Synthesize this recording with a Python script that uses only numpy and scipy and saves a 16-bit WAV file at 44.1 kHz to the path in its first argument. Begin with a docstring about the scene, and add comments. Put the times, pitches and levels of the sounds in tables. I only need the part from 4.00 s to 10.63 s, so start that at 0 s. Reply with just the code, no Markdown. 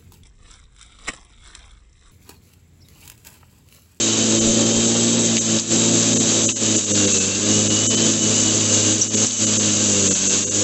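"""A corded electric rotary mower hums and hisses across a fenced lawn, a few metres away.
The blade drones and churns the air in the deck, bogging down in thicker grass; cut stalks hiss,
the belt-driven motor whines, and twigs tick on the housing. The level sags now and then,
the midrange drops out for instants, and a little wind brushes the microphone."""
import sys
import numpy as np
from scipy import signal
from scipy.fft import rfft, irfft
from scipy.io import wavfile

SR = 44100
rng = np.random.default_rng(int(sys.argv[2]) if len(sys.argv) > 2 else 0)


def generate_wav(sig):
    """Save sig (samples, or channels by samples) to the path in sys.argv[1] as 16-bit PCM at SR."""
    pcm = np.round(np.clip(np.atleast_2d(sig).T, -1, 1) * 32767).astype(np.int16)
    wavfile.write(sys.argv[1], SR, pcm)


N = 292508
T = np.arange(N) / SR

# how fast the blade turns: time_s, speed_hz
BLADE_SPEED = [(0.0, 56.2), (0.09, 55.04), (1.16, 58.2), (1.53, 55.37), (1.94, 57.18), (2.68, 54.66),
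               (2.88, 51.6), (2.99, 51.1), (3.21, 47.36), (3.49, 52.5), (3.75, 53.06), (4.03, 55.67),
               (4.25, 53.72), (4.6, 53.36), (4.76, 51.93), (5.3, 54.21), (5.87, 51.89), (6.18, 47.3),
               (6.41, 49.88), (6.63, 51.6)]
# fader rides on the main layers: time_s, blade_pass_db, octave_db, churn_db, hiss_db
LAYER_RIDES = [(0.0, -35, -28, -27.5, -20.5), (0.35, -31, -20, -23, -21.5),
               (1.24, -31.0, -20, -25.5, -22.0), (1.88, -30.0, -23, -25.5, -20),
               (2.26, -32.0, -24.5, -24.5, -20), (2.45, -32, -27.5, -27.0, -21),
               (3.05, -29.5, -24.0, -24.0, -19.5), (3.38, -37, -32.5, -28, -23.0),
               (3.53, -27, -19, -22.5, -20.5), (3.81, -30.5, -30.5, -27, -20.5),
               (4.04, -31.5, -21.5, -23.5, -19), (4.26, -31.0, -24.5, -25.5, -20),
               (4.87, -27.5, -32, -27.0, -19.5), (5.13, -30, -25, -27.5, -19.5),
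               (5.61, -31.5, -25, -28.5, -20), (6.05, -31, -24.0, -25.5, -19),
               (6.22, -39.5, -27.5, -30.5, -21), (6.63, -33, -34, -28.5, -21)]
# weaker lines swell and fade as the mower turns; the first three ride on the hiss fader, the last
# on the octave: time_s, drone_db, whine_db, whistle_db, imbalance_db
TONE_RIDES = [(0, -17, -15, -18, -21), (.9, -20.5, -14.5, -6, -15.5), (2.1, -8.5, -24.5, -11.5, -7.5),
              (2.9, -16.5, -17.5, -18, -18), (3.9, -12, -11, -24.5, -11), (4.8, -11, -18.5, -12, -10.5),
              (5.4, -13.5, -18.5, -20, -16.5), (6.63, -19.5, -23, -5, -14)]
# upper blade harmonics, on the churn fader: order, level_db, roughness, full_load_change_db
CHOP_HARMONICS = [(5, -9.5, 0.5, -9), (6, -3, 0.18, -4), (7, -11.5, 0.5, -9.5), (8, -13.5, 0.31, 7),
                  (9, -11.5, 0.4, -14.5), (10, -12.5, 0.5, 7), (11, -18, 0.6, -5), (12, -18.5, 0.4, 3),
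                  (13, -27.5, 0.4, -5), (14, -20, 0.8, -9), (16, -21.5, 0.4, -13.5), (18, -30, 0.7, -8),
                  (20, -23.5, 0.7, -7), (22, -27.5, 0.3, 3), (24, -31.5, 0.2, 8), (30, -30, 0.7, 4.5),
                  (32, -31, 0.7, 11.5)]
# thick tufts push up the chop and, by less, the hiss: centre_s, half_width_s, boost_db
THICK_TUFTS = [(2.37, .05, 4), (2.77, 0.015, 6.5), (3.04, 0.062, 2.5), (3.49, 0.045, 4.5), (4.07, 0.046, 1),
               (4.74, 0.033, 4), (4.87, 0.046, 2), (5.23, 0.032, 4), (6.02, .06, 1), (6.35, .03, 6.5)]
# EQ of the air churning in the deck: frequency_hz, gain_db
DECK_EQ = [(60, -19.5), (110, -7), (165, -6.5), (230, 0), (310, 1), (400, -3), (530, -5.5), (610, -9),
           (730, -21), (1100, -44)]
# EQ of the cutting hiss: frequency_hz, gain_db
GRASS_EQ = [(5000, -42), (5500, -8), (5750, -5.5), (6000, -4), (6300, 2.5), (6650, -.5), (7000, 0.5),
            (7550, 0), (7800, -2.5), (8000, -15.5), (8250, -18), (8500, -29.5)]
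# EQ of the cooling air: frequency_hz, gain_db
AIR_EQ = [(400, 0), (750, -9.5), (1000, -8.5), (1300, -7.5), (1650, -8.5), (2000, -10), (2350, -7),
          (2700, -2.5), (3100, -1.5), (3450, -2.5), (4300, -2), (4800, -1.5), (5250, -5.5), (5600, -7),
          (6100, -30)]
# EQ of the plastic housing's ring: frequency_hz, gain_db
HOUSING_EQ = [(3400, -6.5), (3700, -7.5), (3840, 3.5), (3980, -9), (4250, -30.5)]
# twigs and grit hitting the mower: start_s, peak_db, centre_hz, bandwidth_hz, t60_s
TWIG_HITS = [(1.369, -5, 3600, 2600, 0.016), (1.378, -12, 2900, 1800, 0.025),
             (1.587, -6.5, 4440, 3200, .02), (1.596, -6.5, 6000, 3400, .02), (2.49, -11, 2903, 555, 0.034),
             (3.081, -16.5, 2507, 2020, 0.026), (4.609, -12, 3240, 1998, 0.022),
             (4.982, -10, 6380, 2014, .015), (5.012, -7, 5940, 620, 0.15), (5.044, -10, 6240, 2200, 0.013),
             (5.269, -3, 6505, 2220, 0.015), (5.308, -14, 3800, 1983, 0.046)]
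# EQ of the wind rumble: frequency_hz, gain_db
WIND_EQ = [(8, 5.5), (25, -2), (42, 7), (60, 3), (85, -5), (160, -28)]
# gusts on the microphone: centre_s, half_width_s, level_db
GUSTS = [(0.414, 0.026, -38), (0.48, 0.034, -25), (0.648, .03, -44), (.78, .025, -36), (4.466, .06, -44),
         (4.948, .1, -58)]
# dips in level, mostly just after a strike or a tuft: start_s, length_s, hum_depth_db, hiss_depth_db
LEVEL_SAGS = [(1.37, .09, 6, 2), (1.576, 0.11, 9.5, 9.5), (2.5, 0.095, 9, 6), (2.778, .1, 9.5, 4.5),
              (3.087, 0.15, 2.5, -1.5), (4.105, 0.11, 3.5, 3), (4.928, 0.082, 3, 4), (5.007, .11, 7.5, 7.5),
              (5.25, 0.13, 12, 5.5), (6.125, 0.062, 6, -0.5), (6.42, .099, 3, 3)]
# brief holes in the midrange, the deeper the longer: centre_s, depth_db
MID_DROPOUTS = [(0.401, 17), (.867, 7), (1.401, 17), (2.15, 14), (2.19, 21), (2.471, 24), (2.542, 32),
                (2.771, 19.5), (2.857, 14), (2.933, 23), (3.068, 15), (3.133, 13), (3.193, 15),
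                (3.69, 18.5), (3.887, 28), (3.962, 16), (5.092, 20), (5.16, 17), (5.459, 15), (5.586, 19),
                (6.096, 21), (6.141, 18), (6.286, 17), (6.457, 21), (6.501, 21)]

FREE_HZ, LOADED_HZ = 58, 48  # blade speed at no load and at full load
BELT_RATIO, ARMATURE_SLOTS = 4.603, 12
WHISTLE_ORDER, BLADE_PASS_ORDER = 133, 2  # multiples of the blade speed
COOLING_DB, RING_DB = (-5.5, -7.5), (-10.5, -18.5)  # on the hiss fader: (side-on, facing away)
TUFT_HISS_SHARE, BREEZE_DB, TOP_HZ = 0.43, -55, 8400
HUM_FALL_S, HISS_FALL_S, RECOVER_S = 0.011, 0.045, 0.033
DROPOUT_LOW_HZ, DROPOUT_HIGH_HZ, DROPOUT_DB_PER_S = 620, 5760, 1399


def blade(turns, load, tuft_db, pass_db, octave_db, churn_db, imbalance_db):
    """Two tips hum at twice the blade speed, imbalance adds an odd order, and tufts harden the chop."""
    blade_pass = tone(turns, BLADE_PASS_ORDER, rough=0.042, flutter_hz=17)
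    octave = undb(-2) * tone(turns, order=4, rough=0.072, flutter_hz=11)
    imbalance = undb(imbalance_db) * tone(turns, order=3, rough=0.16, flutter_hz=12)
    chop = 0
    for order, db, rough, load_db in CHOP_HARMONICS:
        # the gap between deck and lawn keeps changing, so each harmonic swells and fades on its own
        swell_db = 2 * walk(7)
        chop += undb(db + load * load_db + swell_db) * tone(turns, order, rough, flutter_hz=21)
    wakes = colour(rng.standard_normal(N) * tip_pulse(turns, depth=0.66), DECK_EQ)
    wakes *= undb(1.6 * walk(9.3))
    churn = undb(tuft_db - 0.53) * chop + undb(-4.5) * wakes
    return undb(pass_db) * blade_pass + undb(octave_db) * (octave + imbalance) + undb(churn_db) * churn


def grass(turns):
    """Countless stalks snap at the blade tips and melt into the hiss of the air."""
    cuts = snaps(per_second=3000, spread_db=1.5) * tip_pulse(turns, depth=0.55)
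    return colour(rng.standard_normal(N) + 0.54 * cuts, GRASS_EQ) * undb(0.97 * walk(28))


def cooling_air(turns):
    """Air and clippings rush through the housing in a gritty stream."""
    rush = rng.standard_normal(N) + 0.5 * snaps(per_second=900, spread_db=1)
    return colour(rush * tip_pulse(turns, depth=0.032), AIR_EQ) * undb(0.78 * walk(24))


def motor(turns, drone_db, whine_db, whistle_db):
    """The motor outruns the blade it belts: shaft drone and buzz, slot whine, a thin whistle on top."""
    shaft = BELT_RATIO * turns
    drone = tone(shaft, order=1, rough=0.25, flutter_hz=10)
    buzz_orders = (15, 16, 19, 20, 22, 24, 25, 26, 27, 28)
    buzz = sum(tone(shaft, order, rough=0.85, flutter_hz=10) for order in buzz_orders)
    whine = tone(shaft, ARMATURE_SLOTS, rough=0.7, flutter_hz=22)
    # the load changes with each blade pass, which puts a second line under the whine
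    sideband = tone(turns, ARMATURE_SLOTS * BELT_RATIO - BLADE_PASS_ORDER, rough=0.98, flutter_hz=15)
    whistle = tone(turns, WHISTLE_ORDER, rough=0.9, flutter_hz=45)
    return (undb(drone_db) * drone + undb(-26.5) * buzz
            + undb(whine_db) * (whine + undb(-10.5) * sideband) + undb(whistle_db) * whistle)


def housing():
    """Clippings rasp on the plastic shell and keep one resonance ringing."""
    return colour(rng.standard_normal(N), HOUSING_EQ)


def twigs():
    """Each hit is a sharp click, then a short rattle in a cluster of plastic resonances."""
    out = np.zeros(N)
    t = T[:SR // 4]
    for start_s, peak_db, centre_hz, width_hz, t60_s in TWIG_HITS:
        rattle = rng.standard_normal(len(t)) * undb(-60 * t / t60_s)
        click = 9 * (t == 0)
        edges_hz = [centre_hz - width_hz / 2, centre_hz + width_hz / 2]
        ring = signal.sosfilt(signal.butter(3, edges_hz, "band", fs=SR, output="sos"), click + rattle)
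        start = int(start_s * SR)
        out[start:start + len(t)] += (undb(peak_db) * ring / np.abs(ring).max())[:N - start]
    return out


def wind():
    """A light breeze and a few gusts rumble on the microphone."""
    gusts = swells([(centre_s, half_s, undb(db)) for centre_s, half_s, db in GUSTS])
    return colour(rng.standard_normal(N), WIND_EQ) * (undb(BREEZE_DB + 2.5 * walk(3)) + gusts)


def sags():
    """The hum ducks first, the hiss follows, and both recover together: dB lost by each."""
    hum_db, hiss_db = 0, 0
    for start_s, length_s, hum_depth_db, hiss_depth_db in LEVEL_SAGS:
        age_s = T - start_s
        held = np.clip(1 - (age_s - length_s) / RECOVER_S, 0, 1)
        hum_db += hum_depth_db * held * np.clip(age_s / HUM_FALL_S, 0, 1)
        hiss_db += hiss_depth_db * held * np.clip(age_s / HISS_FALL_S, 0, 1)
    return hum_db, hiss_db


def midrange_dropouts(x):
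    """The mids duck and return at a set rate while lows and highs carry on."""
    hz = np.arange(N // 2 + 1) * SR / N
    mids = irfft(rfft(x) * (hz > DROPOUT_LOW_HZ) * (hz < DROPOUT_HIGH_HZ), N)
    drop_db = sum(np.maximum(depth_db - DROPOUT_DB_PER_S * np.abs(T - centre_s), 0)
                  for centre_s, depth_db in MID_DROPOUTS)
    return x - mids * (1 - undb(-drop_db))


def tone(turns, order, rough, flutter_hz):
    """A line near rms 1 at a multiple of a shaft's speed; turbulence roughens it (0 pure, 1 all noise)."""
    angle = 2 * np.pi * (order * turns + rng.random())
    shaken = walk(flutter_hz) * np.cos(angle) + walk(flutter_hz) * np.sin(angle)
    return np.sqrt(2 * (1 - rough ** 2)) * np.sin(angle) + rough * shaken


def tip_pulse(turns, depth):
    """A tremolo that swells each time one of the two blade tips passes."""
    return 1 + depth * np.cos(2 * np.pi * BLADE_PASS_ORDER * turns)


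def snaps(per_second, spread_db):
    """A dense crackle of unequal clicks, at rms 1."""
    size = undb(spread_db * np.minimum(rng.exponential(size=N), 4))
    return unit((rng.random(N) < per_second / SR) * size * rng.standard_normal(N))


def walk(rate_hz):
    """Smooth random drift at rms 1, rolling off above rate_hz."""
    coarse_s = T[::100]
    hz = np.arange(len(coarse_s) // 2 + 1) / T[-1]
    spectrum = rfft(rng.standard_normal(len(coarse_s))) * np.exp(-(hz / rate_hz) ** 2)
    return unit(np.interp(T, coarse_s, irfft(spectrum, len(coarse_s))))


def colour(x, eq):
    """Shape a sound with an EQ curve, then scale it to rms 1."""
    hz, db = np.transpose(eq)
    bins_hz = np.maximum(np.arange(N // 2 + 1) * SR / N, 1)
    gain_db = np.interp(np.log(bins_hz), np.log(hz), db, left=-90, right=-90)
    return unit(irfft(rfft(x) * undb(gain_db), N))


def swells(table):
    """Bell-shaped rises and falls, summed."""
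    return sum(height * np.exp(-((T - centre_s) / half_s) ** 2) for centre_s, half_s, height in table)


def curves(table):
    """One automation lane per column after time_s, in straight ramps."""
    time_s, *columns = np.transpose(table)
    return [np.interp(T, time_s, column) for column in columns]


def undb(db):
    """Decibels to gain."""
    return 10 ** (np.asarray(db) / 20)


def unit(x):
    """Scale to rms 1."""
    return x / np.sqrt(np.mean(x ** 2))


def scene():
    """One shaft speed drives blade, motor and cutting; the slower it turns, the heavier the load."""
    speed_hz = curves(BLADE_SPEED)[0]
    load = (FREE_HZ - speed_hz) / (FREE_HZ - LOADED_HZ)
    # the grass tugs at the blade, so all its harmonics waver together
    turns = np.cumsum(speed_hz * (1 + 0.002 * walk(8.16))) / SR
    pass_db, octave_db, churn_db, hiss_db = curves(LAYER_RIDES)
    drone_db, whine_db, whistle_db, imbalance_db = curves(TONE_RIDES)
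    hum_sag_db, hiss_sag_db = sags()
    tuft_db = swells(THICK_TUFTS)
    bob_db = 0.62 * walk(18)  # the deck bobs over the lawn and shakes the hum
    hum = blade(turns, load, tuft_db, pass_db, octave_db, churn_db, imbalance_db)
    hum *= undb(bob_db - hum_sag_db)
    hiss_fader = undb(hiss_db - hiss_sag_db + TUFT_HISS_SHARE * tuft_db)
    # air and ring fade as the mower turns steadily from side-on to facing away
    air_db, ring_db = np.linspace(*COOLING_DB, N), np.linspace(*RING_DB, N)
    # the air lies between hum and hiss in pitch, and sags by a depth between theirs
    air_db -= 0.3 * (hum_sag_db - hiss_sag_db)
    rush = undb(-0.07) * grass(turns) + undb(air_db) * cooling_air(turns) + undb(ring_db) * housing()
    whine = hiss_fader * motor(turns, drone_db, whine_db, whistle_db)
    return (midrange_dropouts(hum + hiss_fader * rush) + whine + twigs() + wind())[None]


def record(dry):
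    """The recorder soft-clips the highest peaks and cuts the top steeply."""
    rounded = dry / (1 + (dry / 0.7) ** 6) ** (1 / 6)
    return signal.sosfilt(signal.ellip(12, 0.1, 80, TOP_HZ, fs=SR, output="sos"), rounded)


dry = scene()
out = record(dry)
generate_wav(out)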